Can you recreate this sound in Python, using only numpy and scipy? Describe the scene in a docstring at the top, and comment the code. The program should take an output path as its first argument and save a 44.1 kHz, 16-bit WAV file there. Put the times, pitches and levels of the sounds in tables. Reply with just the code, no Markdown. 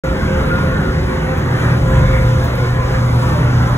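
"""Inside the cab of a truck cruising on a concrete highway while it draws up to a low-loader.
From the start, shaped noise booms in the cab, roars from the tyres and hisses past the glass; wavering
sines make the tread whine and a hum that leaps up at 1 s and again from 1.5 s. Filtered clicks rattle
from 1.4 s, the shudder surges near 2 s as an upper whine joins, and the low-loader's tyres grow
towards 3.3 s. Two short tones come last; a two-port phone microphone hears it all."""
import sys
import numpy as np
from scipy import signal
from scipy.fft import rfft, irfft, next_fast_len
from scipy.io import wavfile
from scipy.ndimage import uniform_filter1d

SR = 44100
rng = np.random.default_rng(int(sys.argv[2]) if len(sys.argv) > 2 else 0)


def int16_out(signal):
    """Quantize to a 16-bit WAV file."""
    q = np.round(np.clip(np.atleast_2d(signal).T, -1, 1) * 32767)
    wavfile.write(sys.argv[1], SR, q.astype(np.int16))


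N = 166257

# Road layers: (time [s], cab boom [dB], tyre roar [dB], air hiss [dB], deep shudder [dB],
# low-loader tyres [dB])
ROAD_LEVELS = [(0, -18.5, -23, -37, -26, -37), (.45, -15.5, -23.5, -38, -19.5, -37),
               (.85, -17, -23, -38, -22.5, -42), (1.2, -17.5, -23, -40, -25, -39),
               (1.6, -16.5, -23.5, -37, -26.5, -34), (1.95, -16.5, -22.5, -36, -16, -35),
               (2.4, -18, -24, -35.5, -19.5, -35), (2.85, -19.5, -24.5, -37.5, -21, -31.5),
               (3.3, -16.5, -24.5, -35, -23, -27), (3.77, -19, -24.5, -37, -23, -27)]
# Noise colours before the panels ring: (frequency [Hz], density [dB per Hz])
SHUDDER_COLOUR = [(18, -29), (30, -16), (55, -4.5), (70, -5), (95, -37)]
BOOM_COLOUR = [(55, -19), (72, -6), (84, 3), (102, -7), (150, -3.5), (200, -9), (280, -13.5), (400, -20.5),
               (600, -32)]
ROAR_COLOUR = [(200, -29), (320, -7.5), (450, 0), (700, -5), (1000, -3.5), (1400, -3.5), (1800, -5.5),
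               (2300, -11), (2800, -21), (4000, -24.5)]
LOADER_COLOUR = [(600, -12), (800, -2.5), (1050, -1), (1400, -4)]
HISS_COLOUR = [(1200, -12), (2000, 0), (3300, 0), (5400, -3.3), (8000, -9), (9500, -10.5), (12100, -12),
               (12800, -19), (16000, -20.5)]
# Resonant peaks in the cab noise: panels ring, and at 369 Hz a wide, patchy tread tone sounds: (centre [Hz],
# width [Hz], boost [dB])
PANELS = [(150.6, 14.4, 4), (255, 47, 1.5), (369, 12, 9.5), (534, 37, 4.5)]

# Share of the noise that both ports hear alike: (frequency [Hz], share [0-1])
PORT_ALIKE = [(100, .9995), (190, .985), (330, .88), (600, .45), (900, .15), (1250, .2), (1600, .65),
              (2400, .8), (3200, .7), (4300, .993), (16000, .999)]
# Phase lead of the left port: (frequency [Hz], lead [rad])
PORT_LEAD = [(0, 0), (500, .33), (1550, 1.2), (2400, 2.5), (3500, 1.8), (4750, 3.14), (6850, 6.28),
             (16300, 20.4)]
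# Left port against right: (frequency [Hz], level [dB])
PORT_TILT = [(150, 0), (300, -3), (700, 0)]

# Swells of the low hum: (time [s], level [dB])
HUM_LEVELS = [(0, -33.5), (.95, -35), (1.06, -19), (1.2, -35), (1.55, -17.5), (1.9, -19), (2.05, -13),
              (2.6, -16.5), (2.72, -18), (2.95, -18), (3.77, -14)]
# Road speed as the pitch of the main tread whine: (time [s], pitch [Hz])
TREAD_PITCH = [(0, 527.4), (1.4, 516.7), (1.9, 523.6), (3.3, 512.6), (3.77, 508.4)]
# Main, upper and top tread whine, each: (time [s], level [dB])
MAIN = [(.12, -24), (.16, -38), (.26, -38), (.29, -24), (.6, -28), (1.2, -29), (1.4, -27), (1.55, -33),
        (1.82, -36), (1.86, -24), (2.38, -27), (2.48, -34), (2.55, -27), (2.85, -30), (3.26, -29),
        (3.32, -45)]
UPPER = [(1.96, -46), (2.0, -36), (2.12, -44), (2.3, -39), (2.6, -44), (2.8, -33), (2.95, -41), (3.5, -39),
         (3.77, -40)]
TOP = [(0, -35), (.49, -40), (.515, -24), (.64, -26), (.7, -30), (.94, -30), (.98, -48), (1.75, -45),
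       (1.9, -35), (2.33, -33), (2.42, -44), (3.2, -38), (3.35, -48)]
# The whines: (level table, multiple of tread pitch [ratio], pitch waver [share], flutter [dB],
# blur [dB], left lead [rad])
WHINE_KINDS = [(MAIN, 1.0, .004, 1.3, -6, .9), (UPPER, 1.935, .016, 2.5, 3, 1.2),
               (TOP, 2.708, .002, 1.5, -8, 1.3)]
# Short late tones: (start [s], length [s], pitch [Hz], level [dB])
LATE_TONES = [(3.338, 0.19, 593, -31.5), (3.675, 0.12, 595, -32.5)]
# Small rattles: (start [s], level [dB], decay time [s])
RATTLES = [(1.368, -41, .02), (1.885, -42, .03), (2.44, -34.5, .016), (2.553, -39, .016)]

HUM_HZ, HUM_WAVER = 121.36, 0.0047  # pitch, and its waver as a share of it
BLUR_HZ = 44.67  # how fast the skirt around a tone wanders
RATTLE_HZ, RATTLE_TOP_HZ = 5500, 10000  # low and high edges of the rattle
RATTLE_CLICKS_PER_S = 1800
START_S, FADE_S = .0355, .004  # when the microphone opens, and how long its fade-in takes
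DRIVE = 0.56  # how hard peaks are rounded
TOP_HZ = 15720  # edge of the treble cut

T = np.arange(N) / SR  # time [s]
M = next_fast_len(N + SR // 10)  # padded transform length [samples]
F = np.maximum(np.arange(M // 2 + 1) * SR / M, 1)  # transform frequencies [Hz]


def undb(db):
    """Gain from decibels."""
    return 10 ** (np.asarray(db) / 20)


def curve(table, column=1):
    """One column of a table, drawn as straight lines over time."""
    rows = np.array(table)
    return np.interp(T, rows[:, 0], rows[:, column])


def over_hz(table):
    """A table over frequency, joined on a log axis."""
    rows = np.array(table)
    return np.interp(np.log(F), np.log(np.maximum(rows[:, 0], 1)), rows[:, 1])


def walk(rate):
    """Random levels held 1 / rate s and slewed twice; spread near 1."""
    hold = int(SR / rate)
    steps = np.repeat(rng.standard_normal(N // hold + 1), hold)
    slewed = uniform_filter1d(uniform_filter1d(steps, hold), hold)
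    return 1.273 * slewed[:N]


def ports(shared, other):
    """Two ports: a common part with a phase lead on the left, plus a second part in opposite signs."""
    rows = np.array(PORT_LEAD)
    lead = np.interp(F, rows[:, 0], rows[:, 1])
    # half the lead and tilt goes to each port
    turn = np.exp(.5j * lead) * undb(over_hz(PORT_TILT) / 2)
    alike = over_hz(PORT_ALIKE)
    common = rfft(shared, M) * np.sqrt((1 + alike) / 2)
    apart = rfft(other, M) * np.sqrt((1 - alike) / 2)
    return irfft(np.array([(common + apart) * turn, (common - apart) / turn]), M)[:, :N]


def panel_boost():
    """Resonant peaks where the cab panels ring, and a patchy tread tone near 369 Hz, in dB over frequency."""
    return sum(boost / (1 + (2 * (F - hz) / width) ** 2) for hz, width, boost in PANELS)


def rush(colour, swell_db, swell_rate, flicker_db, flicker_rate, count=3):
    """Noise bands (count to the octave) through the panels, swelling together, flickering alone; rms 1."""
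    low_hz, high_hz = colour[0][0], colour[-1][0]
    shape = undb(over_hz(colour) + panel_boost()) * (F > low_hz / 2)
    noise = rfft(rng.standard_normal((2, M))) * shape
    swell = swell_db * walk(swell_rate)
    total = 0
    first_step = np.floor(count * np.log2(low_hz)) - 2
    for step in np.arange(first_step, count * np.log2(high_hz) + 1):
        # neighbouring bands crossfade and add up to one
        band = np.cos(np.pi / 2 * np.clip(count * np.log2(F) - step, -1, 1)) ** 2
        flicker = flicker_db * walk(flicker_rate)
        total = total + irfft(noise * band, M)[:, :N] * undb(swell + flicker)
    both = ports(total[0], total[1])
    return both / np.std(both)


def tone(hz, level_db, waver, blur_db, lead):
    """A sine of given rms level whose pitch wavers, with a skirt of narrow noise around it."""
    phase = 2 * np.pi * np.cumsum(hz * (1 + waver * walk(14))) / SR
    wander = (walk(BLUR_HZ) + 1j * walk(BLUR_HZ)) / np.sqrt(2)
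    skirt = 1 + undb(blur_db) * wander
    port_phase = np.array([[lead / 2], [-lead / 2]])
    return np.sqrt(2) * undb(level_db) * np.imag(skirt * np.exp(1j * (phase + port_phase)))


def shudder():
    """Deep shudder of the cab: the lowest noise, surging with the level table."""
    return rush(SHUDDER_COLOUR, .5, 4, .5, 8, count=2) * undb(curve(ROAD_LEVELS, column=4))


def boom():
    """Cab boom: low road rumble in slowly swelling bands."""
    return rush(BOOM_COLOUR, 1.0, 4.7, 1.9, 6.24, count=6) * undb(curve(ROAD_LEVELS, column=1))


def tyre_roar(colour, column):
    """Tyre roar: mid-range noise in narrow bands that flicker apart as shifting streaks."""
    return rush(colour, 1, 12, 3.2, 15, count=10) * undb(curve(ROAD_LEVELS, column))


def air_hiss():
    """Air past the glass: bright noise with a light flicker."""
    return rush(HISS_COLOUR, .7, 12, 1.1, 14) * undb(curve(ROAD_LEVELS, column=3))


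def road():
    """Shudder and boom of the cab, roar of own and low-loader tyres, hiss of the air."""
    own_tyres = tyre_roar(ROAR_COLOUR, column=2)
    loader_tyres = tyre_roar(LOADER_COLOUR, column=5)
    return shudder() + boom() + own_tyres + loader_tyres + air_hiss()


def hum():
    """The low engine-like note that fills the cab: a wavering sine, swelling unevenly."""
    level = curve(HUM_LEVELS) + 1.3 * walk(18)
    return tone(HUM_HZ, level, HUM_WAVER, blur_db=-9, lead=.02)


def tread_whines():
    """Tread whines: fluttering tones at fixed multiples of a pitch that follows road speed."""
    total = 0
    for levels, multiple, waver, flutter_db, blur_db, lead in WHINE_KINDS:
        level = curve(levels) + flutter_db * walk(13)
        total = total + tone(multiple * curve(TREAD_PITCH), level, waver, blur_db, lead)
    return total


def rattles():
    """Loose trim: random clicks with a short ring, kept bright and let through in decaying bursts."""
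    gate = sum(undb(db) * (T > start) * np.exp(-np.abs(T - start) / decay) for start, db, decay in RATTLES)
    clicks = rng.standard_normal(N) * (rng.random(N) < RATTLE_CLICKS_PER_S / SR)
    ring = rng.standard_normal(60) * np.exp(-np.arange(60) / 20)  # in samples
    ringing = np.convolve(clicks, ring)[:N]
    edges = np.sqrt((1 + (RATTLE_HZ / F) ** 4) * (1 + (F / RATTLE_TOP_HZ) ** 4))
    bright = irfft(rfft(ringing, M) / edges, M)[:N]
    return ports(gate * bright / np.std(bright), np.zeros(N))


def late_tones():
    """Short blurred tones near the end, each with straight fades in and out."""
    total = 0
    for start, length, hz, db in LATE_TONES:
        to_edge = np.minimum(T - start, start + length - T)
        fade = np.clip(to_edge / 0.014, 0, 1)  # 14 ms
        total = total + tone(hz, db, waver=0.0044, blur_db=-1, lead=0.32) * fade
    return total


def scene():
    """Everything in the cab."""
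    return road() + hum() + tread_whines() + rattles() + late_tones()


def record(dry):
    """The phone opens after a moment, rounds the loudest peaks and cuts the top."""
    rounded = np.tanh(DRIVE * dry) / DRIVE
    opened = rounded * np.clip((T - START_S) / FADE_S, 0, 1)
    # steep low-pass: 0.2 dB ripple below the edge, 80 dB down above it
    top_cut = signal.ellip(16, .2, 80, TOP_HZ, fs=SR, output="sos")
    return signal.sosfilt(top_cut, opened)


dry = scene()
out = record(dry)
int16_out(out)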